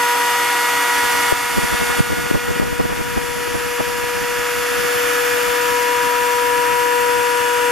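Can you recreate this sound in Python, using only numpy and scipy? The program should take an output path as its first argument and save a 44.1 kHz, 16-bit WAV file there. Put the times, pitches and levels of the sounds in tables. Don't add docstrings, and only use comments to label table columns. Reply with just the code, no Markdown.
import sys
import numpy as np
from scipy import signal
from scipy.fft import rfft, irfft, next_fast_len
from scipy.io import wavfile
from scipy.ndimage import uniform_filter1d, minimum_filter1d

SR = 44100
rng = np.random.default_rng(int(sys.argv[2]) if len(sys.argv) > 2 else 0)


def unload_audio(sound):
    columns = np.transpose(np.atleast_2d(sound))
    steps = np.round(np.clip(columns, -1, 1) * 32767)
    wavfile.write(sys.argv[1], SR, steps.astype(np.int16))


N = 340011
TIME = np.arange(N) / SR
FREQS = np.fft.rfftfreq(N, 1 / SR)


# name, left start/dB, left end/dB, right start/dB, right end/dB, left ear's lead/rad
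BIT_TONES = [("first", -16, -17, -28, -24.2, 0.2), ("second", -15, -10.5, -18.5, -27, 0.43),
             ("third", -27.5, -22.5, -14.5, -31, -0.15)]

def flute_tones(angle, flutter_db=0.33, sway_db=0.9):
    out = np.zeros((2, N))
    for k, (tone, left_start, left_end, right_start, right_end, lead) in enumerate(BIT_TONES, 1):
        left = from_db(np.linspace(left_start, left_end, N)) * standing_wave(tone, "left")
        right = from_db(np.linspace(right_start, right_end, N)) * standing_wave(tone, "right")
        wave = np.exp(1j * (2 * k * angle + 2 * np.pi * rng.random()))
        ears = np.array([left * np.exp(1j * lead), right])
        waver = from_db(flutter_db * drift(25) + sway_db * drift(1.73))
        out += np.sqrt(2) * waver * (ears * wave).real
    return out


# tone, ear, t/s, signed speed/(half-widths per s),
# share of the tone left at the centre (below 0 the wave flips over)
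QUIET_SPOTS = [("first", "left", 0.19, 0.24, 0.3), ("first", "right", 1, -0.54, -0.23),
               ("first", "left", 6.6, 1.7, 0.72), ("second", "left", 2.02, 0.29, 0.2),
               ("second", "right", 3, 0.54, 0.15), ("second", "left", 4.66, 0.64, 0.091),
               ("second", "right", 5.57, 1.8, -0.091), ("second", "left", 7.64, -1.5, 0.42),
               ("third", "right", 0.34, 0.72, .17), ("third", "right", 3.34, -0.6, 0.33),
               ("third", "left", 3.9, -1.03, .13), ("third", "left", 5.8, -.45, -0.14)]

def standing_wave(tone, ear):
    gain = np.ones(N, complex)
    for name, side, s, speed, share in QUIET_SPOTS:
        if (name, side) == (tone, ear):
            offset = 1j * speed * (TIME - s)
            gain *= (share + offset) / (1 + offset)
    return gain


# t/s, turning rate/Hz
SHAFT_SPEED = [(0, 240.92), (0.7, 241.1), (2, 241.07), (3.2, 241.29), (4.2, 241.83), (5.4, 242.48),
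               (6.1, 242.54), (7.2, 242.08), (7.7, 242.03)]

def shaft_angle(jitter=0.00016):
    turns_per_s = curves(SHAFT_SPEED)[0] * (1 + jitter * drift(21.0))
    return 2 * np.pi * np.cumsum(turns_per_s) / SR


# t/s, share of the trip done
HEAD_TRAVEL = [(0, 0), (1.2, 0.05), (2, 0.24), (3, 0.78), (4, 0.82), (5, 0.84), (7.7, 1)]

def progress():
    return np.clip(curves(HEAD_TRAVEL)[0], 0, 1)


# multiple of the turning rate, level/dB, change over the trip/dB
GROWL_TONES = [(3, -41.5, -2.5), (5, -38, -10), (7, -35.5, 2.5), (8, -27, -9), (9, -29, -8), (10, -37, 0.5),
               (11, -36.5, -11), (12, -34.5, -5), (14, -39, -2.5), (15, -44, -5), (19, -44.5, -7)]

def growl(angle, odd_start_db=-16, odd_rise_s=0.39):
    along = progress()
    odd_db = odd_start_db * np.exp(-TIME / odd_rise_s)
    return sum(shaft_tone(angle, round(multiple), db + change_db * along + round(multiple) % 2 * odd_db)
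               for multiple, db, change_db in GROWL_TONES)


# f/Hz, level/dB
WHINE_LEVELS = [(3850, -44), (4340, -40), (4800, -43), (5300, -55), (5790, -39.5), (6270, -44), (7300, -47),
                (9600, -50), (11500, -49), (12100, -41), (13500, -47)]

def whine(angle, fade_db=-8):
    faded_db = fade_db * progress()
    shaft_hz = curves(SHAFT_SPEED)[0].mean()
    hz, db = np.transpose(WHINE_LEVELS)
    return sum(shaft_tone(angle, k, np.interp(k * shaft_hz, hz, db) + faded_db) for k in range(16, 58, 2))


def shaft_tone(angle, multiple, db, waver_db=1.16, smear_rad=0.14, spread_rad=0.37):
    phase = multiple * angle + smear_rad * drift(23) + 2 * np.pi * rng.random()
    lead = spread_rad * drift(0.79)
    return np.sqrt(2) * from_db(db + waver_db * drift(6.5)) * np.cos([phase + lead, phase - lead])


# t/s, roar/dB, hiss/dB
CUT_LEVELS = [(0, -22.5, -27), (1.1, -22.2, -25), (1.55, -21, -24.5), (2.4, -23, -26.5), (2.8, -23, -26.7),
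              (3.4, -23, -26), (4.2, -23.5, -26.5), (4.9, -22.5, -26), (5.6, -23.5, -27),
              (6.7, -25.5, -29.5), (7.7, -24, -28.8)]
# f/Hz, trip start/dB, trip end/dB
ROAR_COLOUR = [(210, -19.5, -17), (302, -17.5, -9), (400, -17.5, -11.5), (640, -14, -7), (724, -6, -9),
               (1073, -6.5, -5), (1292, 0, 4.5), (1476, -8, -0.5), (1715, -3.5, 5), (2140, -6.5, -4.5),
               (2500, -9, -1), (2990, -11, -5), (3630, -10, -11), (4430, -47, -37)]
# f/Hz, trip start/dB, trip end/dB
HISS_COLOUR = [(2510, -51, -6), (3700, -1, -1.5), (4400, -1, 0), (5130, 1, 1), (5530, -4.5, 1),
               (6200, -1.5, 0), (7600, -0.5, 1.5), (8550, -1, 0.5), (9500, -1.5, -1.5), (10400, -1, 0.5),
               (10700, -4.5, -2.5), (12400, -3, -1.5), (14300, -5.5, -5), (14400, -14, -38.5)]

def cutting(hollow_hz=8400, hollow_width_hz=1500, hollow_at_s=4.4, hollow_depth=0.5):
    roar_db, hiss_db = curves(CUT_LEVELS)
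    roar = cut_noise(ROAR_COLOUR, roar_db, low_hz=160, flicker_db=0.45)
    hiss = cut_noise(HISS_COLOUR, hiss_db, low_hz=2000, flicker_db=0.47)
    cancelled = signal.lfilter(*signal.iirpeak(hollow_hz, hollow_hz / hollow_width_hz, fs=SR), hiss)
    return roar + hiss - hollow_depth * swell(TIME - hollow_at_s, spread_s=1.3) * cancelled


# f/Hz, likeness (1 = the same)
EAR_LIKENESS = [(200, 0.71), (600, 0.96), (1300, 0.95), (2500, 0.77), (4000, 0.75), (7000, 0.67),
                (10000, 0.55), (14000, 0.16)]

def cut_noise(colours, db, low_hz, flicker_db):
    along, likeness = progress(), spectrum(EAR_LIKENESS)
    bass_cut_db = -10 * np.log10(1 + (low_hz / (FREQS + 1)) ** 4)
    start = noise_pair(spectrum(colours, column=1) + bass_cut_db, likeness)
    end = noise_pair(spectrum(colours, column=2) + bass_cut_db, likeness)
    return (np.sqrt(1 - along) * start + np.sqrt(along) * end) * from_db(db + flicker_db * drift(60))


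# middle t/s, length/s, middle f/Hz, level/dB
JET_WHISTLES = [(1.7, 1.1, 10160, -35.5), (3.505, 1.1, 10100, -36), (4.902, 1.4, 10120, -39),
                (5.148, 1.8, 11960, -37.5), (6.502, 2.3, 11960, -38.5), (6.802, 1.9, 10350, -45)]

def whistles(width_hz=240, rise_hz_per_s=270):
    out = np.zeros((2, N))
    for middle, length, hz, db in JET_WHISTLES:
        band = noise_pair(-20 * np.log10(1 + (FREQS / width_hz) ** 2), likeness=0.45)
        t = TIME - middle
        arch = np.cos(np.pi * np.clip(t / length, -.5, .5))
        shift = np.exp(2j * np.pi * np.cumsum(hz - width_hz / 2 + rise_hz_per_s * t) / SR)
        out += from_db(db) * arch * (signal.hilbert(band, next_fast_len(N))[:, :N] * shift).real
    return out


# t/s, level/dB
DRAUGHT_LEVELS = [(0, -61), (.7, -46), (1.6, -30.5), (2.5, -20), (3.4, -25.5), (4.3, -32), (5.3, -37),
                  (7.7, -39)]
# f/Hz, relative level/dB
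WIND_COLOUR = [(15, -32), (40, -5.5), (90, -7.5), (250, -7.5), (400, -12.5), (600, -17), (900, -41),
               (1500, -47), (3000, -55)]

def draught(trim_db=-3, lumps_db=6, dull_hz=600):
    treble_cut_db = -10 * np.log10(1 + (FREQS / dull_hz) ** 2)
    rumble = noise_pair(spectrum(WIND_COLOUR) + treble_cut_db, likeness=-0.84)
    return rumble * from_db(curves(DRAUGHT_LEVELS)[0] + trim_db + lumps_db * np.tanh(drift(32)))


# t/s, thump/dB, rasp/dB
STRONG_GUSTS = [(1.583, -10, -19), (1.638, -14.5, -27), (1.726, -21, -25), (2.124, -15, -18),
                (2.344, -19, -27), (2.507, -17, -23), (2.802, -9, -7), (3.01, -14, -15), (3.178, -12, -13),
                (3.553, -18, -17), (3.805, -16, -10)]
# f/Hz, relative level/dB
RASP_COLOUR = [(150, -23), (400, 4.5), (550, 0), (800, 0), (1200, -3), (2000, -30), (4000, -55)]

def gusts(puffs_per_s=18, puff_thump_db=2.5, puff_rasp_db=2, scatter_db=5.5):
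    arrivals = rng.random(N) < puffs_per_s / SR
    puffs = arrivals * from_db(curves(DRAUGHT_LEVELS)[0] + scatter_db * rng.uniform(-1, 1, N))
    thumps, rasps = puffs * from_db(puff_thump_db), puffs * from_db(puff_rasp_db)
    for s, thump_db, rasp_db in STRONG_GUSTS:
        thumps[round(s * SR)], rasps[round(s * SR)] = from_db(thump_db), from_db(rasp_db)
    t = np.arange(-SR // 20, SR // 20) / SR
    thump = signal.oaconvolve(thumps, swell(t, spread_s=0.0094), "same")
    rasp = signal.oaconvolve(rasps, swell(t, spread_s=0.0047), "same")
    return thump * swirls(WIND_COLOUR, likeness=-0.91) + rasp * swirls(RASP_COLOUR, likeness=-0.81)


def swirls(colour, likeness):
    swirl = noise_pair(spectrum(colour), likeness)
    return swirl / np.sqrt(uniform_filter1d(np.mean(swirl ** 2, axis=0), size=260))


# t/s, peak level/dB, starting f/Hz, rise/s, left over right/dB
AIR_SLAPS = [(1.3215, 2.2, 800, .0018, 3.5), (1.326, -5, 170, .002, 4), (2.003, 4.8, 260, .0025, -2.5),
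             (2.312, 5.8, 550, .0009, 3.5), (2.598, 7.5, 480, .0009, 2)]

def slaps():
    out = np.zeros((2, N))
    for s, db, hz, rise, pan_db in AIR_SLAPS:
        age = np.maximum(TIME - s, 0) / rise
        swing = age * np.exp(-age) * np.sin(4 * np.pi * hz * rise * np.log1p(age / 2))
        sides = np.array([[from_db(min(pan_db, 0))], [-from_db(min(-pan_db, 0))]])
        out += from_db(db) * sides * swing / abs(swing).max()
    return out


# f/Hz, trip start/dB, trip end/dB
HUM_TONES = [(119.2, -53, -54.5), (280.1, -44, -44), (285.2, -45, -56), (314.2, -51, -45.5),
             (357, -46, -55), (602, -51, -53.5), (1284, -50, -52), (1700, -36, -65), (2463, -52, -60),
             (2714, -42, -37)]

def hums(waver_db=2, smear_rad=0.2, spread_rad=0.64):
    out, along = np.zeros((2, N)), progress()
    for hz, start_db, end_db in HUM_TONES:
        gain = from_db(start_db + (end_db - start_db) * along + waver_db * drift(19))
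        phase = 2 * np.pi * (hz * TIME + rng.random()) + smear_rad * drift(18.0)
        lead = spread_rad * drift(1.3)
        out += np.sqrt(2) * gain * np.cos([phase + lead, phase - lead])
    return out


def from_db(db):
    return 10 ** (np.asarray(db) / 20)


def unit(x):
    return x / np.sqrt(np.mean(abs(x) ** 2) + 1e-20)


def swell(t, spread_s):
    return np.exp(-(t / spread_s) ** 2 / 2)


def curves(rows):
    s, *columns = np.transpose(rows)
    return [np.interp(TIME, s, c) for c in columns]


def spectrum(rows, column=1):
    table = np.transpose(rows)
    return np.interp(np.log(FREQS + 1), np.log(table[0]), table[column])


def drift(hz, size=2048):
    f = np.fft.rfftfreq(size, TIME[-1] / size)
    slow = irfft(rfft(rng.standard_normal(size)) * np.exp(-(f / hz) ** 2))
    return np.interp(TIME, np.linspace(0, TIME[-1], size), unit(slow))


def noise_pair(db, likeness):
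    size = next_fast_len(N)
    left, other = rfft(rng.standard_normal((2, size)))
    stretch = lambda v: np.interp(np.linspace(0, 1, len(left)), np.linspace(0, 1, len(db)), v + 0 * db)
    shared = np.clip(stretch(likeness), -1, 1)
    right = shared * left + np.sqrt(1 - shared ** 2) * other
    return unit(irfft(np.array([left, right]) * from_db(stretch(db)), size)[:, :N])


def scene():
    angle = shaft_angle()
    machine = flute_tones(angle) + growl(angle) + whine(angle) + hums() + cutting()
    return machine + whistles() + draught() + gusts() + slaps()


def record(dry, ceiling_db=-1.0, recover_db_per_s=3.0, top_hz=14900):
    peak_db = 20 * np.log10(abs(uniform_filter1d(dry, size=8, axis=1)).max(axis=0) + 1e-9)
    creep_db = recover_db_per_s * TIME
    duck_db = np.maximum(np.maximum.accumulate(peak_db - ceiling_db + creep_db) - creep_db, 0)
    out = dry * from_db(uniform_filter1d(minimum_filter1d(-duck_db, size=100), size=100))
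    for hz, width_hz in [(3945, 165), (7875, 200)]:
        out = signal.lfilter(*signal.iirnotch(hz, hz / width_hz, fs=SR), out)
    lowpass = signal.firwin(401, top_hz, window=("kaiser", 9), fs=SR)
    return signal.oaconvolve(out, lowpass[None], "same")


dry = scene()
out = record(dry)
unload_audio(out)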